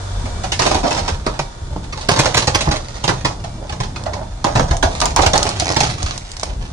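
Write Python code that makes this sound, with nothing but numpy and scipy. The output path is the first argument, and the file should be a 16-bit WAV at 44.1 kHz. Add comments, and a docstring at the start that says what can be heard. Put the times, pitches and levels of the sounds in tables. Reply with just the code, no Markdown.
"""Wooden slats break as a refuse truck's packer blade crushes a cloth-covered bed base, heard beside the hopper.
Each break is a burst of fibre fractures that ring in the steel hopper; splinters add short, bright snaps.
Crushed pieces crunch as random tiny fractures, a joint creaks in noisy jerks and the frame groans in rough tones.
Cloth drags as dense, dull catches and panels boom as dying low tones.
Behind them, shaped noise and steady tones make the engine rumble, pump whine and oil hiss."""
import sys
import numpy as np
from scipy import signal
from scipy.fft import rfft, irfft
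from scipy.io import wavfile

SR = 44100
rng = np.random.default_rng(int(sys.argv[2]) if len(sys.argv) > 2 else 0)


def to_wav(s):
    """Save 16-bit WAV."""
    ch = np.atleast_2d(s).T  # columns
    pcm = np.round(np.clip(ch, -1, 1) * 32767)  # PCM
    wavfile.write(sys.argv[1], SR, pcm.astype(np.int16))


N = 296352
TIME = np.arange(N) / SR  # seconds

# Levels in the tables are settings; the functions may add small trims to them.
# engine and chassis under load: (time [s], rumble level [dB], panel drone level [dB])
ENGINE_LOAD = [(0.0, -35, -37.5), (0.22, -22.5, -28.5), (0.99, -37, -27.5), (1.36, -30.5, -32.5),
               (1.53, -39, -38), (1.72, -31, -27), (2.43, -32, -37.5), (2.86, -33, -33),
               (4.2, -38.5, -27.5), (4.33, -35, -34.5), (4.75, -29.5, -26.5), (5.4, -28.5, -26),
               (5.93, -58, -25), (6.1, -36, -29), (6.31, -40, -40.5), (6.61, -22, -26.5),
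               (6.72, -51, -31.5)]
# engine and pump effort: (time [s], firing tone level [dB], change of pump sound [dB])
ENGINE_EFFORT = [(0, -25.5, -0.5), (.4, -30, 0), (.8, -54, -7), (3.9, -37, -9), (6.72, -46, -10)]
# pump and valve tones: (frequency [Hz], level [dB])
WHINE_TONES = [(314, -54), (705, -49.5), (942, -46), (1222, -56), (1432, -50.5), (2320, -56.5), (3521, -62)]
# colour of the engine rumble: (frequency [Hz], level [dB per Hz])
RUMBLE_COLOUR = [(10, -25), (22, 9), (33, 16), (48, 18), (70, -7), (140, -54)]
# colour of the droning panels: (frequency [Hz], level [dB per Hz])
DRONE_COLOUR = [(30, -17), (65, 6.5), (110, 2.5), (160, -3), (240, -10.5), (400, -16), (1200, -44)]
# colour of oil hissing through the valves: (frequency [Hz], level [dB per Hz])
OIL_HISS_COLOUR = [(150, -1.5), (400, 3.5), (1000, -22), (1500, -3.5), (2600, -11.5), (3380, -5), (3530, 2),
                   (3700, -4.5), (4400, -5.5), (6500, -6), (10000, -14)]
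# colour of the pump's rush through the steel body: (frequency [Hz], level [dB per Hz])
PUMP_RUSH_COLOUR = [(150, -18), (300, -13.5), (500, 4.5), (900, 2), (1400, -1.5), (2200, -15.5),
                    (5000, -32)]
PUMP_RUSH_DB = -38
FIRING_HZ = 95.2  # the engine's speed wanders slightly around this

# the load knocking on the hopper panels: (time [s], level [dB], pitch [Hz])
BOOMS = [(0.238, -22.5, 242), (0.748, -10, 74), (1.017, -10.5, 76), (1.12, -9.5, 77), (1.39, -14.5, 150),
         (1.617, -16.5, 76), (1.713, -16.5, 70), (1.764, -23.5, 188), (2.187, -10, 127),
         (2.297, -16.5, 125), (2.672, -12.5, 139), (2.683, -8, 68), (3.243, -11.5, 150), (3.801, -11, 118),
         (4.569, -6, 102.6), (4.708, -2.5, 62), (4.846, -7.5, 81), (5.19, -8, 69.4), (5.266, -6.5, 72.6),
         (5.881, -14.5, 122), (6.037, -8.5, 67.5)]
# cloth-covered side dragging over the hopper's lip: (time [s], length [s], level [dB])
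DRAGS = [(1.666, 0.11, -38.5), (3.565, 0.13, -32.5), (4.109, 0.15, -26.5), (6.453, 0.099, -32.5)]
# colour of the dragging cloth: (frequency [Hz], level [dB per Hz])
DRAG_COLOUR = [(100, -8), (200, -4), (400, -4), (600, 0), (850, 2), (1150, -10), (1700, -20), (5000, -48)]
# the pinched frame groans, one list for each groan: (time [s], pitch [Hz], level [dB])
GROANS = [
    [(1.92, 1200, -54), (1.935, 1195, -24.5), (1.965, 1010, -43), (1.99, 840, -25.5), (2.015, 920, -55),
     (2.04, 1090, -51)],
    [(4.058, 594, -33), (4.092, 616, -25), (4.125, 623, -42)],
]
# a joint sticking and slipping: (time [s], slips [per s], level [dB])
CREAK = [(5.6, 77, -14), (5.62, 80, -32.5), (5.68, 88, -20), (5.77, 91, -27.5)]

# spells of crushing as the load gives way: (time [s], length [s], crunch level [dB], fibre crackle level [dB])
CRUSHES = [(0.6, 0.16, -22.5, -24.5), (0.825, 0.16, -24.5, -28.5), (1.042, 0.056, -23.5, -28.5),
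           (1.248, 0.12, -33.5, -42), (1.95, 0.085, -32, -35), (2.116, 0.18, -21, -26.5),
           (2.352, 0.044, -24, -24), (2.503, 0.25, -27.5, -35.5), (2.8, 0.41, -40.5, -40.5),
           (3.267, 0.076, -34.5, -45), (3.985, 0.18, -35, -49), (4.464, 0.22, -29.5, -37.5),
           (4.879, 0.22, -32, -33.5), (5.153, 0.099, -21.5, -27.5), (5.343, 0.11, -20.5, -27.5),
           (5.48, 0.12, -29.5, -31.5), (5.783, 0.12, -27, -26.5), (5.967, 0.15, -30.5, -31.5),
           (6.196, 0.31, -60, -42), (6.608, 0.034, -36.5, -37.5)]
CRUSH_ATTACK_S, CRUSH_RISE_DB_PER_S, CRUSH_RELEASE_S = 0.016, 1, 0.034
STRAIN_CRUNCH_DB, STRAIN_CRACKLE_DB = -44.5, -49  # the load never quite rests between spells
FITS_PER_S, FIT_FALL_DB, FIBRES_PER_S = 24, 11, 1500  # crushing comes in fits of tiny fractures

# splinters snapping in the open: (time [s], level [dB])
SPLINTERS = [(0.5959, -15.5), (2.087, -21), (4.0377, -24.5), (4.4428, -12.5), (4.768, -16.5), (4.8305, -14),
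             (5.003, -8.5), (5.015, -7), (5.0565, -6), (5.1623, -4.5), (5.335, -12), (5.378, -4.5),
             (5.4289, -5), (5.491, -10.5), (5.599, -8), (5.72, -14), (5.8044, -6.5), (6.029, -13.5),
             (6.1782, -16), (6.3168, -21), (6.368, -21), (6.397, -18.5), (6.412, -26), (6.4332, -11)]
# colour of a splinter: (frequency [Hz], level [dB per Hz])
SPLINTER_COLOUR = [(300, -21.5), (800, 0), (2200, -14), (4500, -0.5), (6600, 0), (7600, -5.5),
                   (10000, -11.5)]
# slats breaking and bumping: (time [s], knock level [dB], snap level [dB], pitch of the piece [Hz])
SLAT_BREAKS = [(0.256, -21.5, -34.5, 720), (0.437, -13, -25, 850), (0.521, -17.5, -16, 920),
               (0.594, -7, -16, 900), (0.62, -11, -17, 990), (0.661, -7, -17, 610), (0.712, -7.5, -23, 634),
               (0.752, -10.5, -33.5, 605), (0.77, -17.5, -33, 720), (0.836, -5.5, -31, 650),
               (0.853, -9, -31, 630), (0.91, -9.5, -20.5, 860), (0.977, -12, -24, 830),
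               (1.082, -13.5, -25, 1130), (1.266, -8.5, -24, 1070), (1.393, -11, -21.5, 810),
               (1.761, -18.5, -46.5, 560), (1.842, -34, -39, 784), (1.927, -25, -28, 1160),
               (2.012, -29, -30.5, 890), (2.089, -4.5, -13, 1000), (2.115, -10.5, -18.5, 815),
               (2.173, -13, -25, 650), (2.192, -8, -11.5, 650), (2.259, -9, -16.5, 614),
               (2.345, -9.5, -15, 1010), (2.372, -10, -11, 1110), (2.424, -15.5, -21.5, 610),
               (2.474, -7, -14.5, 580), (2.549, -8.5, -13, 624), (2.609, -16.5, -17.5, 620),
               (2.655, -27, -31, 800), (2.674, -9.5, -44, 890), (2.714, -12.5, -18, 1170),
               (2.762, -19.5, -24.5, 585), (3.041, -12, -20.5, 990), (3.08, -10.5, -16.5, 606),
               (3.092, -6.5, -21, 1060), (3.25, -8, -16, 960), (3.442, -20, -32, 670),
               (3.696, -21, -30, 760), (3.725, -21.5, -31, 875), (3.804, -14.5, -25.5, 880),
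               (3.836, -24.5, -29, 700), (3.962, -22.5, -29, 1000), (4.063, -12.5, -34.5, 715),
               (4.136, -21, -29, 549), (4.444, -4.5, -21.5, 940), (4.468, -9.5, -30, 920),
               (4.556, -5.5, -21, 840), (4.574, -11, -25, 630), (4.597, -7.5, -22.5, 950),
               (4.711, -9.5, -22.5, 726), (4.828, -2.5, -17, 690), (5.015, -5.5, -20, 950),
               (5.055, -11.5, -25, 950), (5.165, -5, -20, 940), (5.191, -3.5, -25.5, 870),
               (5.219, -17, -17, 790), (5.234, -7, -26, 780), (5.264, -5, -14, 740),
               (5.335, -5, -15.5, 770), (5.356, -8.5, -17.5, 864), (5.468, -14, -21.5, 810),
               (5.599, -18, -20, 890), (5.62, -12.5, -39.5, 760), (5.701, -13, -38, 500),
               (5.765, -7, -15.5, 830), (5.808, -8.5, -15, 800), (5.833, -11.5, -21, 820),
               (6.432, -17, -31, 705)]
# colour of the woody knock: (frequency [Hz], level [dB per Hz])
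KNOCK_COLOUR = [(100, -19), (230, -4.5), (310, -3), (410, -3.5), (510, -0.5), (630, 1.5), (820, 2.5),
                (1300, -4), (1900, -11.5), (2800, -21.5), (6000, -57.5)]
# colour of the sharp snap: (frequency [Hz], level [dB per Hz])
SNAP_COLOUR = [(500, -26), (1200, -13.5), (1800, 1), (2900, -1), (4300, 0.5), (6400, -2), (7400, -8.5),
               (10000, -15)]
# colour of the shaken frame: (frequency [Hz], level [dB per Hz])
THUD_COLOUR = [(35, -3), (80, 1.5), (135, 7.5), (190, -2.5), (250, -10), (325, -6.5), (430, -14),
               (700, -16), (2000, -76)]
# the frame is bent against the hopper, then tips up out of it, so the reflections and thud change:
# (time [s], reflection setting [dB], thud setting against knock [dB], length scale of a tear [s])
FRAME_DEPTH = [(0.6, 6, -12, 0.0098), (0.85, 8.5, -19, 0.012), (1.3, -1.5, -13.5, 0.008),
               (2.5, -2, -7, .013), (3.8, 5.5, -11, 0.0071), (4.45, 10.5, -15, 0.00496),
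               (4.6, -0.5, -3, 0.0078), (4.85, 14, -23.5, 0.00803), (5.3, 1.5, -14, 0.0084),
               (5.7, 0, -8.5, 0.0095), (6.4, -1, -24, 0.0046)]
BUMP_OVER_DB = 21  # a knock set this far above its snap starts to turn into a soft bump

# ring of the hopper: (frequency [Hz], time to fall by 60 dB [s])
HOPPER_RING = [(120, 0.35), (700, 0.33), (1900, 0.18), (8000, 0.28)]
# ringing tones of the hopper's steel plates: (frequency [Hz], level [dB])
STEEL_MODES = [(322, -23), (622, -27), (2484, -24.5), (2668, -23.5), (4205, -23.5), (4846, -45),
               (6133, -32)]
STEEL_T60_S = 0.086  # time for a plate's ring to fall by 60 dB
STEEL_DETUNE = 0.01  # the load strains the plates: spread of a mode's pitch, as a share
# shading of the left microphone: (frequency [Hz], left minus right [dB])
LEFT_SHADE = [(120, -0.5), (250, 0.5), (500, -6), (1000, -3.5), (2000, -4.5), (4000, -4), (8000, -0.5)]
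MIC_TOP_HZ, TOP_HZ = 10150, 16000  # low-pass edges before and after clipping


def undb(db):
    """Turn decibels into gain."""
    return 10 ** (np.asarray(db) / 20)


def unit(x):
    """Scale to an rms of 1."""
    return x / np.sqrt(np.mean(x ** 2) + 1e-18)


def blow(x):
    """Scale a short sound to the energy of 10 ms at an rms of 1."""
    return x * np.sqrt(SR / 100 / (np.sum(x ** 2) + 1e-18))


def curves(table):
    """Join the points of a time table with straight lines, one value per sample."""
    s, *columns = np.transpose(table)
    return [np.interp(TIME, s, column) for column in columns]


def along(points, hz):
    """Read a frequency table on a logarithmic pitch axis."""
    f, value = np.transpose(points)
    return np.interp(np.log(hz + 1), np.log(f), value)


def response(points, size=8192):
    """Make a filter of the given colour that starts at once, with no sound before the blow."""
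    level_db = along(points, np.fft.rfftfreq(size, 1 / SR))
    cepstrum = irfft(np.log(undb(level_db)))
    # folding the second half onto the first gives minimum phase
    cepstrum[1:size // 2] *= 2
    cepstrum[size // 2 + 1:] = 0
    return np.exp(rfft(cepstrum))


def colour(x, points):
    """Filter by a colour, then scale to an rms of 1."""
    return unit(signal.oaconvolve(x, irfft(response(points)))[:N])


def add(track, s, x):
    """Mix in a short sound at time s."""
    i = max(int(s * SR), 0)
    track[..., i:i + x.shape[-1]] += x[..., :N - i]


def grains(size, rate, spread_db):
    """Random tiny fractures, most weak and a few strong."""
    fires = rng.random(size) < rate / SR
    sign = rng.choice([-1, 1], size)
    strength = np.minimum(rng.exponential(size=size), 4)
    return fires * sign * undb(spread_db * strength)


def walk(rate):
    """Slow random wander with a spread near 1, through `rate` new values per second."""
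    steps = rng.standard_normal(1024)
    return np.interp(TIME * rate, np.arange(len(steps)), steps)


def pair(points, side_db):
    """Coloured noise at two microphones: a shared part and a part opposite in the two."""
    mid, side = (colour(rng.standard_normal(N), points) for _ in range(2))
    return mid + undb(side_db) * np.array([side, -side])


def hopper(x, wet_db, alike_hz=470, size=8192):
    """One spot in the hopper: direct sound plus steel reflections; long waves are most alike in both ears."""
    t, hz = np.arange(size) / SR, np.fft.rfftfreq(size, 1 / SR)
    mid, side = rfft(rng.standard_normal((2, size)))
    apart = 1 / np.sqrt(1 + (alike_hz / (hz + 1)) ** 3)
    ears = np.array([[1], [-1]])
    field = (mid + ears * apart * side) / np.sqrt(1 + apart ** 2)
    centres, t60s = np.transpose(HOPPER_RING)
    tail = 0
    for share, t60 in zip(np.eye(len(centres)), t60s):
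        # the nearest walls answer at once, the rest rings on
        fade = undb(-60 * t / t60) + 2.04 * np.exp(-t / 0.0018)
        band = np.interp(np.log(hz + 1), np.log(centres), share)
        tail = tail + irfft(field * band) * fade / np.linalg.norm(fade)
    # every spot rings the same plates, with its own phases and slightly different pitches
    fade = undb(-60 * t / STEEL_T60_S)
    for mode_hz, db in STEEL_MODES:
        strained_hz = mode_hz * (1 + STEEL_DETUNE * rng.standard_normal())
        ring = np.sin(2 * np.pi * (strained_hz * t + rng.random((2, 1))))
        tail = tail + undb(db) * np.sqrt(2) * ring * fade / np.linalg.norm(fade)
    tail = tail * undb(wet_db)
    # the direct wave reaches the right microphone first, the left 5 to 10 samples later
    tail[0, rng.integers(5, 11)] += 1
    tail[1, 0] += 1
    heard = signal.fftconvolve(x[None], tail, axes=1)
    # equally loud from every spot
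    return heard * np.sqrt(2 * np.sum(x ** 2) / (np.sum(heard ** 2) + 1e-18))


def shade(x):
    """The left microphone faces away from the load, which changes its tone."""
    half_db = along(LEFT_SHADE, np.fft.rfftfreq(N, 1 / SR)) / 2
    return irfft(rfft(x) * undb([half_db, -half_db]), N)


def machine():
    """Engine rumble and firing tone, droning panels, pump whine and rush, and oil hissing through valves."""
    rumble_db, drone_db = curves(ENGINE_LOAD)
    hum_db, pump_db = curves(ENGINE_EFFORT)
    turns = np.cumsum(1 + 0.001 * walk(13.0)) / SR  # time stretched by small speed changes
    rumble = pair(RUMBLE_COLOUR, side_db=-20.0) * undb(rumble_db + 1.5)
    drone = pair(DRONE_COLOUR, side_db=-20.5) * undb(drone_db)
    firing = np.sqrt(2) * np.sin(2 * np.pi * FIRING_HZ * turns) * undb(hum_db + 1.3 * walk(14))
    whine = 0
    for hz, db in WHINE_TONES:
        # each tone reaches the microphones by its own paths
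        phase = 2 * np.pi * hz * turns + np.array([walk(0.98), walk(1.0)])
        whine = whine + np.sqrt(2) * np.sin(phase) * undb(db + pump_db + 4.2 * walk(5.4))
    hiss = pair(OIL_HISS_COLOUR, side_db=0.5) * undb(pump_db - 38.5)
    rush = pair(PUMP_RUSH_COLOUR, side_db=-0.5) * undb(PUMP_RUSH_DB + pump_db)
    return rumble + drone + firing + whine + hiss + rush


def panels(size=16384):
    """A shove sets a hopper panel swinging in low tones that soon die away."""
    t, out = np.arange(size) / SR, np.zeros(N)
    for s, db, pitch_hz in BOOMS:
        swing = np.sin(2 * np.pi * pitch_hz * t) + 0.14 * np.sin(2 * np.pi * 1.62 * pitch_hz * t)
        # the whole body rocks on its springs
        sway = 0.17 * np.sin(2 * np.pi * 31 * t) * np.exp(-t / 0.086)
        onset = 1 - np.exp(-t / 0.0054)
        boom = (swing * np.exp(-t / 0.014) + sway) * onset
        add(out, s, undb(db - 2.5) * blow(boom))
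    return out


def drags():
    """Cloth over wood rubs along the steel in dense, dull catches that swell and fade."""
    pressure = np.zeros(N)
    for s, length_s, db in DRAGS:
        pressure += undb(db) * np.sin(np.pi * np.clip((TIME - s) / length_s, 0, 1))
    catches = colour(grains(N, rate=1000, spread_db=5.0), DRAG_COLOUR)
    return hopper(catches * pressure, wet_db=2.0)[:, :N]


def groans():
    """Wood rubs on steel with a rough tone whose pitch follows the pinch."""
    tone = np.zeros(N)
    for groan in GROANS:
        hz, db = curves(groan)
        rubbing = (TIME > groan[0][0]) & (TIME < groan[-1][0])
        phase = 2 * np.pi * np.cumsum(hz * (1 + 0.05 * walk(150))) / SR
        tone += (np.sin(phase) + 0.16 * np.sin(2 * phase)) * undb(db + 1.4 * walk(130)) * rubbing
    return hopper(tone, wet_db=-18)[:, :N]


def creak():
    """A joint slips in separate jerks, each a tiny rasp that rings the wood."""
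    rate, db = curves(CREAK)
    sliding = (TIME > CREAK[0][0]) & (TIME < CREAK[-1][0])
    phase = np.cumsum(rate * np.exp(0.12 * walk(70))) / SR % 1  # from 0 to 1 in each jerk
    slips = np.exp(-phase / 0.17) * rng.standard_normal(N)
    rasp = colour(slips, SNAP_COLOUR) + undb(-1.5) * colour(slips, KNOCK_COLOUR)
    return hopper(rasp * undb(db) * sliding, wet_db=0.5)[:, :N]


def crushing():
    """Strength of crunch and crackle: each spell swells, creeps up while the load gives way and dies away."""
    crunch_power, crackle_power = undb(2 * STRAIN_CRUNCH_DB), undb(2 * STRAIN_CRACKLE_DB)
    for s, length_s, crunch_db, crackle_db in CRUSHES:
        age = np.maximum(TIME - s, 0)
        spell = np.minimum(age / CRUSH_ATTACK_S, 1) * undb(CRUSH_RISE_DB_PER_S * age)
        spell = spell * np.exp(-np.maximum(age - length_s, 0) / CRUSH_RELEASE_S)
        crunch_power = crunch_power + (spell * undb(crunch_db)) ** 2
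        crackle_power = crackle_power + (spell * undb(crackle_db)) ** 2
    return np.sqrt(crunch_power), np.sqrt(crackle_power)


def crunch(crunch_gain, crackle_gain, size=12288):
    """Crushed wood and cloth grind on in fits between the breaks, now here, now there."""
    # strain builds and lets go: each fit starts at once and dies away
    fit = np.cumsum(FITS_PER_S * np.exp(0.36 * walk(20))) / SR % 1
    fibres = grains(N, rate=FIBRES_PER_S, spread_db=4.0) * undb(-FIT_FALL_DB * fit)
    crunching = colour(fibres, KNOCK_COLOUR) * crunch_gain
    crackling = colour(fibres, SNAP_COLOUR) * crackle_gain * undb(2.5)
    sound = crunching + crackling
    out = np.zeros((2, N))
    for i in range(0, N, size):  # each block sounds from a new spot
        add(out, i / SR, hopper(sound[i:i + size], wet_db=1.5))
    return out


def splinters(size=8192):
    """Short, bright snaps from the exposed side of the frame, each a fast dying run of fractures."""
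    t, bright, out = np.arange(size) / SR, response(SPLINTER_COLOUR), np.zeros((2, N))
    for s, db in SPLINTERS:
        # the two microphones see different faces of the splinter
        run = np.array([grains(size, rate=7200, spread_db=2.0) for _ in range(2)]) * np.exp(-t / 0.0018)
        snap = undb(db - 8.5) * np.array([blow(ear) for ear in irfft(rfft(run) * bright)])
        add(out, s, snap)
        add(out, s + 0.0042, undb(-6.0) * hopper(snap[0], wet_db=12))  # the hopper's answer
    return out


def slats(size=8192):
    """A dying run of fractures snaps, rings the piece and shakes the frame; little snap makes a dull bump."""
    t, hz = np.arange(size) / SR, np.fft.rfftfreq(size, 1 / SR) + 1
    knock, snap, thud = response(KNOCK_COLOUR), response(SNAP_COLOUR), response(THUD_COLOUR)
    wood = np.zeros((2, N))
    wet_db, heft_db, tear_s = curves(FRAME_DEPTH)
    for s, knock_db, snap_db, pitch_hz in SLAT_BREAKS:
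        now = int(s * SR)
        age = t / max(tear_s[now], .001)
        run = grains(size, rate=3400, spread_db=3.5) * (0.37 + 0.92 * age) * np.exp(-1.6 * age)
        run[0] += 0.9  # the first fibre gives way
        run = rfft(run)
        # the piece bends back and knocks a moment after the snap
        resonance = 1 + 1.04 / (1 + 1j * 4 * (hz / pitch_hz - pitch_hz / hz))
        piece = resonance * np.exp(-2j * np.pi * hz * 0.001429)
        # one firm push as the piece lets go, part way through the tear
        recoil = 1.47 * np.exp(-2j * np.pi * hz * 0.3073 * tear_s[now])
        # a soft bump has fewer fractures and a duller push
        soft = np.clip((knock_db - snap_db - BUMP_OVER_DB) / 10, 0, 1)
        push = (run * (1 - soft / 2) + recoil) / (1 + 1j * hz / pitch_hz) ** (2 * soft)
        parts = [(push * knock * piece, knock_db - 3.5),
                 (run * snap, snap_db + 3.5),
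                 (run * thud, knock_db + heft_db[now] + 2.5)]
        for spectrum, db in parts:
            sound = undb(db) * blow(irfft(spectrum))
            add(wood, s - .002, hopper(sound, wet_db[now]))
    return wood


def scene():
    """Everything at the hopper's mouth, from the machine to the breaking wood."""
    background = machine() + panels()
    wood = drags() + groans() + creak() + crunch(*crushing()) + splinters() + slats()
    return background + shade(wood)


def record(dry):
    """A narrow-band microphone channel that clips peaks beyond full scale; nothing below about 12 Hz is kept."""
    heard = signal.sosfilt(signal.butter(2, 12, "highpass", fs=SR, output="sos"), dry)
    heard = signal.sosfilt(signal.ellip(10, .2, 80, MIC_TOP_HZ, fs=SR, output="sos"), heard)
    clipped = np.clip(heard, -1, 1)
    return signal.sosfilt(signal.ellip(8, .2, 70, TOP_HZ, fs=SR, output="sos"), clipped)


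dry = scene()
out = record(dry)
to_wav(out)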